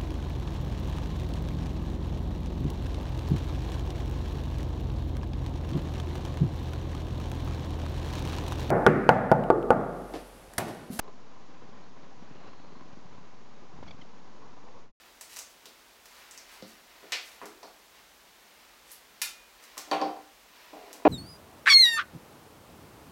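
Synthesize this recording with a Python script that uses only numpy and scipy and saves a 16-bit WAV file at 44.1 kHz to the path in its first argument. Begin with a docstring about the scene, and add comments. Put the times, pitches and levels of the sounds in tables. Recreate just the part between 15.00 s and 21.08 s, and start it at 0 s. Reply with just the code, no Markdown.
"""Flower arranging at a table

Flowers are arranged in a small, lively room: leaves tick and rustle, secateurs snip two stems (noisy
cracks and ringing steel), and stems bump a bowl. Then the secateurs clatter on the table top, whose
modes ring, slide across it in uneven slips and are set down with a loud knock. Sleeves brush as the
arms move; room reflections surround it all over steady room tone and microphone hiss."""
import sys
import numpy as np
from scipy import signal
from scipy.fft import rfft, irfft
from scipy.io import wavfile

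SR = 44100
rng = np.random.default_rng(int(sys.argv[2]) if len(sys.argv) > 2 else 0)


def transcribe(signal):
    """Save signal, clipped to [-1, 1], as a 16-bit WAV file at the path in sys.argv[1]."""
    frames = np.atleast_2d(signal).T
    limited = np.clip(frames, -1, 1)
    pcm = np.round(limited * 32767).astype(np.int16)
    wavfile.write(sys.argv[1], SR, pcm)


N = 268128
TIME = np.arange(N) / SR
CUTOFF_HZ = 16050  # top of the audible band here


def from_db(db):
    """Decibels to gain."""
    return 10 ** (np.asarray(db) / 20)


def unit_energy(x):
    """Scale so that the squares sum to one."""
    return x / np.sqrt(np.sum(x ** 2) + 1e-20)


def at_hz(points, hz):
    """Read a table on a log-frequency axis."""
    known_hz, values = np.transpose(points)
    return np.interp(np.log(hz + 1), np.log(known_hz), values)


def add(track, start_s, sound):
    """Mix a sound into the track at start_s."""
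    start = round(start_s * SR)
    track[start:start + len(sound)] += sound[:N - start]


def bins(size=4096):
    """Frequencies (Hz) on which short sounds are coloured."""
    return np.arange(size // 2 + 1) * SR / size


def pulse(colour_db):
    """The most compact causal pulse with this spectrum (minimum phase), at unit energy."""
    cepstrum = irfft(np.log(from_db(colour_db)))
    half = len(cepstrum) // 2
    # fold the cepstrum on to positive time, which makes the pulse causal
    cepstrum[1:half] *= 2
    cepstrum[half + 1:] = 0
    return unit_energy(irfft(np.exp(rfft(cepstrum))))


def coloured(x, spectrum):
    """Give a long signal a spectrum, at rms 1."""
    shaped = signal.fftconvolve(x, pulse(at_hz(spectrum, bins())))[:N]
    return unit_energy(shaped) * np.sqrt(N)


def ring(x, pitch_hz, t60_s):
    """One decaying mode: a unit click sets a wave of height 1 ringing."""
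    radius = from_db(-60 / (t60_s * SR))
    angle = 2 * np.pi * pitch_hz / SR
    return signal.lfilter([.5, 0, -.5], [1, -2 * radius * np.cos(angle), radius * radius], x + 1e-18)


def grains(per_s, spread_db):
    """Random tiny slips of uneven size and either sign."""
    slips = rng.random(N) < per_s / SR
    signs = rng.choice([-1, 1], N)
    sizes = from_db(spread_db * np.clip(rng.standard_normal(N), -2, 2))
    return slips * signs * sizes


def swells(moves, shape):
    """Gain of friction: each move's speed is a half sine, and loudness is a power of the speed."""
    gain = np.zeros(N)
    for middle_s, length_s, level_db in moves:
        speed = np.cos(np.pi * np.clip((TIME - middle_s) / length_s, -.5, .5))
        gain += from_db(level_db) * np.abs(speed) ** shape
    return gain


def crack(colour_db, length_s, grit, size=2048, count=3):
    """A sharp contact with a short burst of breaking or rubbing fibres; grit sets the burst's share."""
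    fade = np.exp(-np.arange(size) / SR / length_s)
    burst = grit * unit_energy(rng.standard_normal(size) * fade)
    burst[0] += 1
    # the burst has no pitch of its own: even out its spectrum and keep it short
    for _ in range(count):
        flat = irfft(np.exp(1j * np.angle(rfft(burst))))
        burst = flat * fade ** (1 / count)
    return unit_energy(signal.fftconvolve(burst, pulse(colour_db)))


def snips(grit):
    """Each snip is a few quick noisy cracks, mixing splitting stem and steel contact, with a ring of the blades."""
    # each cut is a few cracks in quick succession:
    # start_s, level_db, length_s, contact (0 = stem splitting .. 1 = steel on steel)
    cuts = [(2.1215, -10, 0.0021, 0.54), (2.125, -12, 0.00064, 0), (2.1289, -7, 0.0089, 0),
            (4.2170, -8, 0.004, 0.9), (4.2198, -6.5, 0.004, 0.81)]
    # spectra of splitting stem and of meeting steel: pitch_hz, level_db
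    stem_split = [(100, -47), (250, -25), (450, -8.5), (800, -9), (1200, -11), (2200, 0), (3100, -1.5),
                  (4800, -3), (6500, -13), (7700, -15.5), (9000, -36), (12000, -34), (16000, -58)]
    steel_clack = [(120, -38), (250, -23), (600, -19.5), (1200, -10.5), (1800, -8.5), (2400, -7),
                   (3400, -5), (4500, -4.5), (6000, -4.5), (8200, -4.5), (9700, 3), (12000, -6.5),
                   (14000, 0), (16000, -15)]
    # ring of the blades: pitch_hz, level_db, t60_s
    blades = [(2325, -39, .42), (2450, -40, .33), (3090, -45, .28), (3612, -46, .19)]

    cracks, steel = np.zeros(N), np.zeros(N)
    for start_s, level_db, length_s, contact in cuts:
        stem_db = (1 - contact) * at_hz(stem_split, bins())
        steel_db = contact * at_hz(steel_clack, bins())
        add(cracks, start_s, from_db(level_db) * crack(stem_db + steel_db, length_s, grit))
        steel[round(start_s * SR)] = from_db(level_db) * contact
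    ringing = sum(from_db(level_db) * ring(steel, pitch_hz, t60_s) for pitch_hz, level_db, t60_s in blades)
    return cracks + ringing


def contacts(count=3):
    """After each knock the tool rocks and touches twice more, each time weaker."""
    # secateurs knocking on the table:
    # start_s, level_db, cutoff_hz (contact), place (0 = far side .. 1 = near edge), gap_s (rebound)
    knocks = [(4.771, -27, 1500, 0.39, .0166), (4.874, -25, 800, .52, .0166),
              (4.9139, -0.5, 1760, 0.14, .0166), (5.0022, -8, 895, .2, .0128), (5.0150, -1, 900, .1, .0039),
              (5.048, -6, 700, .3, .0295), (5.162, -22, 970, 0.23, 0.024), (5.7298, -18, 756, 0.69, 0.032),
              (6.0510, 12.5, 775, 0.96, .0166)]
    rebound_loss_db = 7
    touched = []
    for start_s, level_db, cutoff_hz, place, gap_s in knocks:
        for k in range(count):
            touch_s = start_s + k * gap_s
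            if touch_s < TIME[-1]:
                touched.append((touch_s, level_db - k * rebound_loss_db, cutoff_hz, place))
    return touched


def table(thud_db, size=512):
    """Knocks drive the table top; returns its dull thud and its ringing modes."""
    # modes of the table: pitch_hz, far_db (struck at the far side), near_db (at the near edge), t60_s
    table_modes = [(173.4, -58, -43.5, 0.12), (207, -50, -42.5, 0.23), (301, -35, -25.5, .28),
                   (435, -55, -26, 0.28), (446, -39.5, -37, 0.25), (585, -28.5, -32, 0.063),
                   (627, -57, -24, .16), (715.4, -33, -26, 0.26), (781, -26.5, -31, .26),
                   (808, -30, -27, 0.29), (957, -58, -44, 0.3), (1073, -28.5, -32, 0.2),
                   (1147, -34.5, -39, 0.21), (1375, -38, -35, 0.42), (1453, -66, -43, 0.28),
                   (1686, -45.5, -36.5, 0.37), (1720, -51, -55, .12), (2437, -41, -25, 0.11),
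                   (2550, -48, -34, 0.22), (2780, -54, -35, 0.21), (3115, -29, -54, 0.21),
                   (3400, -30, -52, 0.22), (4584, -10, -55, 0.023)]
    # spectrum of the thud: pitch_hz, level_db
    thud_colour = [(40, -47), (110, -29), (170, -4), (240, -12), (310, 3.5), (450, 5), (900, 6),
                   (1400, -3.5), (3000, -0.5), (4500, -3.5), (6000, -8.5), (16000, -20)]

    far, near, t = np.zeros(N), np.zeros(N), np.arange(size) / SR
    for start_s, level_db, cutoff_hz, place in contacts():
        push = t * np.exp(-2 * np.pi * cutoff_hz * t)  # a softer contact pushes for longer
        push = from_db(level_db) * push / push.sum()
        nearness = np.clip(place, 0, 1)
        add(far, start_s, (1 - nearness) * push)
        add(near, start_s, nearness * push)

    modes = np.zeros(N)
    for k, (pitch_hz, far_db, near_db, t60_s) in enumerate(table_modes):
        drive = from_db(far_db) * far + from_db(near_db) * near
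        modes += (-1) ** k * ring(drive, pitch_hz, t60_s)  # signs alternate from mode to mode
    thud = signal.fftconvolve(far + near, pulse(at_hz(thud_colour, bins())))[:N]
    return from_db(thud_db) * thud, modes


def touches(rows, colour, octaves, grit):
    """Light contacts, each with one broad resonance of the thing touched."""
    out = np.zeros(N)
    for start_s, level_db, length_s, ring_hz, ring_db in rows:
        distance = np.log2((bins() + 1) / ring_hz) / octaves
        hump_db = ring_db / (1 + distance ** 2)
        touch = crack(at_hz(colour, bins()) + hump_db, length_s, grit)
        add(out, start_s, from_db(level_db) * touch)
    return out


def ticks():
    """Leaves, stalks and the tool tick: brief contacts with a mostly high resonance."""
    # small ticks: start_s, level_db, length_s, ring_hz, ring_db
    tick_rows = [(.2108, -22, .0045, 8200, 5.5), (.3628, -24, 0.0033, 5850, 13),
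                 (.3686, -21.5, 0.0014, 6500, 0), (.3890, -19, 0.003, 6800, 13),
                 (.6565, -26.5, .003, 3850, 9.5), (1.0568, -30.5, .004, 9000, -3),
                 (1.3105, -27.5, .005, 7300, 15), (1.3765, -25.5, .003, 5770, 16),
                 (1.6238, -30.5, .003, 4350, 27), (2.4564, -27, .0023, 8100, 0),
                 (2.6305, -30.5, .0033, 4560, 22), (3.916, -25, .012, 11600, 20),
                 (4.7708, -26, 0.0018, 1080, 22), (4.7785, -16, 0.0025, 6140, 6),
                 (4.9135, -17.5, 0.0012, 3870, 19.5), (4.929, -20, .009, 2630, 37),
                 (5.0145, -22, .003, 4600, 32), (5.9298, -24.5, .001, 9000, 4.5)]
    # their common spectrum: pitch_hz, level_db
    tick_colour = [(100, -18), (400, -3.5), (1000, -1.5), (2500, -3.5), (6000, -1), (11000, -6),
                   (16000, -9)]
    return touches(tick_rows, tick_colour, octaves=0.59, grit=2.7)


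def bumps():
    """Hand and stems bump the bowl: soft contacts with a low resonance."""
    # soft bumps: start_s, level_db, length_s, ring_hz, ring_db
    bump_rows = [(.6575, -34, .006, 423, 10), (1.6245, -23.5, 0.0078, 215, 17),
                 (2.0295, -27, .003, 376, 4.5), (2.4155, -19, .018, 1070, 5.5),
                 (2.4565, -25.5, .003, 367, 25), (2.6295, -23.5, 0.013, 800, 10)]
    # their common spectrum: pitch_hz, level_db
    bump_colour = [(50, -46), (110, -17), (170, -11), (300, -0.5), (1100, -12.5), (1800, -15), (4000, -29),
                   (16000, -46)]
    return touches(bump_rows, bump_colour, octaves=0.56, grit=2.35)


def thump():
    """The heavy bowl is nudged: one push sets off low modes that die quickly."""
    # modes of the bowl: pitch_hz, level_db, t60_s
    bowl_modes = [(111, -47, 0.13), (196, -37.5, 0.072), (287, -38, 0.034), (525, -41, 0.068)]
    push = np.zeros(N)
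    push[round(1.6235 * SR)] = 1  # moment of the nudge, in s
    return sum((-1) ** k * ring(push, pitch_hz, t60_s) * from_db(level_db)
               for k, (pitch_hz, level_db, t60_s) in enumerate(bowl_modes))


def slide():
    """Uneven slips of the tool on the table top, which the hand's weight damps."""
    # the tool pushed over the table: middle_s, length_s, level_db
    pushes = [(5.78, .16, -53), (5.91, .2, -52.5), (6.015, 0.045, -49.5)]
    # spectrum of the rubbing: pitch_hz, level_db
    rub_colour = [(60, -46), (160, -18), (300, 5.5), (360, 0), (430, 5), (530, -2.5), (640, 0), (800, -1),
                  (1300, -15), (3000, -20), (16000, -58)]
    return swells(pushes, shape=0.93) * coloured(grains(per_s=200, spread_db=0.5), rub_colour)


def leaves():
    """Brushed leaves crackle in separate grains that swell and fade with the hand."""
    # leaves being brushed: middle_s, length_s, level_db
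    rustles = [(.345, 0.21, -52), (.51, 0.061, -61.5), (1.16, .24, -62.5), (1.53, 0.15, -58),
               (1.7, .12, -58.5), (2.28, 0.27, -57.5), (3.92, 0.17, -56.5), (4.645, .07, -55.5)]
    # spectrum of the crackle: pitch_hz, level_db
    leaf_colour = [(200, -29), (1000, 1.5), (3000, 5.5), (6000, 5.5), (12000, 1), (16000, -5)]
    return swells(rustles, shape=1.6) * coloured(grains(per_s=800, spread_db=1.5), leaf_colour)


def sleeves():
    """Sleeves brush smoothly: their slips are dense, and swell and fade with the arms."""
    # sleeves brushing as the arms move: middle_s, length_s, level_db
    arm_moves = [(.01, 0.22, -61), (1.21, 0.32, -57), (1.37, .14, -57.5), (1.54, 0.26, -57),
                 (1.72, 0.19, -66), (2.15, 1, -59.5), (2.98, 0.13, -61), (3.6, 0.54, -65),
                 (4.1, 0.86, -68.5), (4.75, 0.53, -58.5), (5.63, 0.36, -58.5), (5.87, 0.34, -61)]
    # spectrum of the cloth: pitch_hz, level_db
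    sleeve_colour = [(100, -19), (400, -4.5), (1200, 0.5), (2600, -1), (5000, -5.5), (9000, -21.5),
                     (16000, -14.5)]
    return swells(arm_moves, shape=1.14) * coloured(grains(per_s=6000, spread_db=1.5), sleeve_colour)


def room_tail(build_s, count=12):
    """Dense reflections that build up quickly and fade at a rate set by frequency, fastest at the top."""
    # decay time of the room: pitch_hz, t60_s
    room_decay = [(150, .36), (500, .38), (1500, .42), (3500, .36), (7000, .31), (15000, .24)]
    t = np.arange(SR // 2) / SR
    noise, hz = rfft(rng.standard_normal(len(t))), bins(size=len(t))
    centres = np.geomspace(100, CUTOFF_HZ, count)
    tail = np.zeros(len(t))
    for centre, pick in zip(centres, np.eye(count)):
        # overlapping bands: each fades out where its neighbours fade in
        band = irfft(noise * at_hz(np.c_[centres, pick], hz), len(t))
        tail += band * from_db(-60 * t / at_hz(room_decay, centre))
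    return unit_energy(tail * (1 - np.exp(-t / build_s)))


def background():
    """Steady room tone and microphone hiss: noise with a fixed spectrum."""
    # spectrum of the background: pitch_hz, level_db
    hiss_colour = [(20, -25), (32, -7.5), (48, -0.5), (68, -9), (100, -15), (150, -12.5), (220, -7),
                   (400, -5.5), (850, -4.5), (1600, -6.5), (3500, -9), (6000, -12.5), (10000, -17.5),
                   (16000, -17)]
    return from_db(-57) * coloured(rng.standard_normal(N), hiss_colour)


def scene():
    """All sources share one room, each with its own balance of direct sound and reflections."""
    tail = room_tail(build_s=0.00028)

    def in_room(x, direct_db, room_db):
        """Direct sound plus reflections."""
        return from_db(direct_db) * x + from_db(room_db) * signal.fftconvolve(x, tail)[:N]

    thud, modes = table(thud_db=0)
    sources = in_room(snips(grit=4.8), direct_db=2.5, room_db=4.5)
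    sources += in_room(thud, direct_db=-4.5, room_db=7.0)
    sources += in_room(modes + thump(), direct_db=3.0, room_db=-5.5)
    sources += in_room(ticks(), direct_db=3.5, room_db=6.5)
    sources += in_room(bumps(), direct_db=2.0, room_db=8.0)
    sources += in_room(slide() + leaves() + sleeves(), direct_db=0.0, room_db=-2.0)
    # the microphone picks up little bass from these sounds: high-pass at 203 Hz
    bass_cut = signal.butter(2, 203, "high", fs=SR, output="sos")
    return (signal.sosfilt(bass_cut, sources) + background())[None]


def record(dry):
    """The loudest peaks are rounded, then a steep low-pass cuts the top."""
    top_cut = signal.ellip(12, .1, 80, CUTOFF_HZ, fs=SR, output="sos")  # 0.1 dB ripple, 80 dB stop
    return signal.sosfilt(top_cut, np.tanh(dry))


dry = scene()
out = record(dry)
transcribe(out)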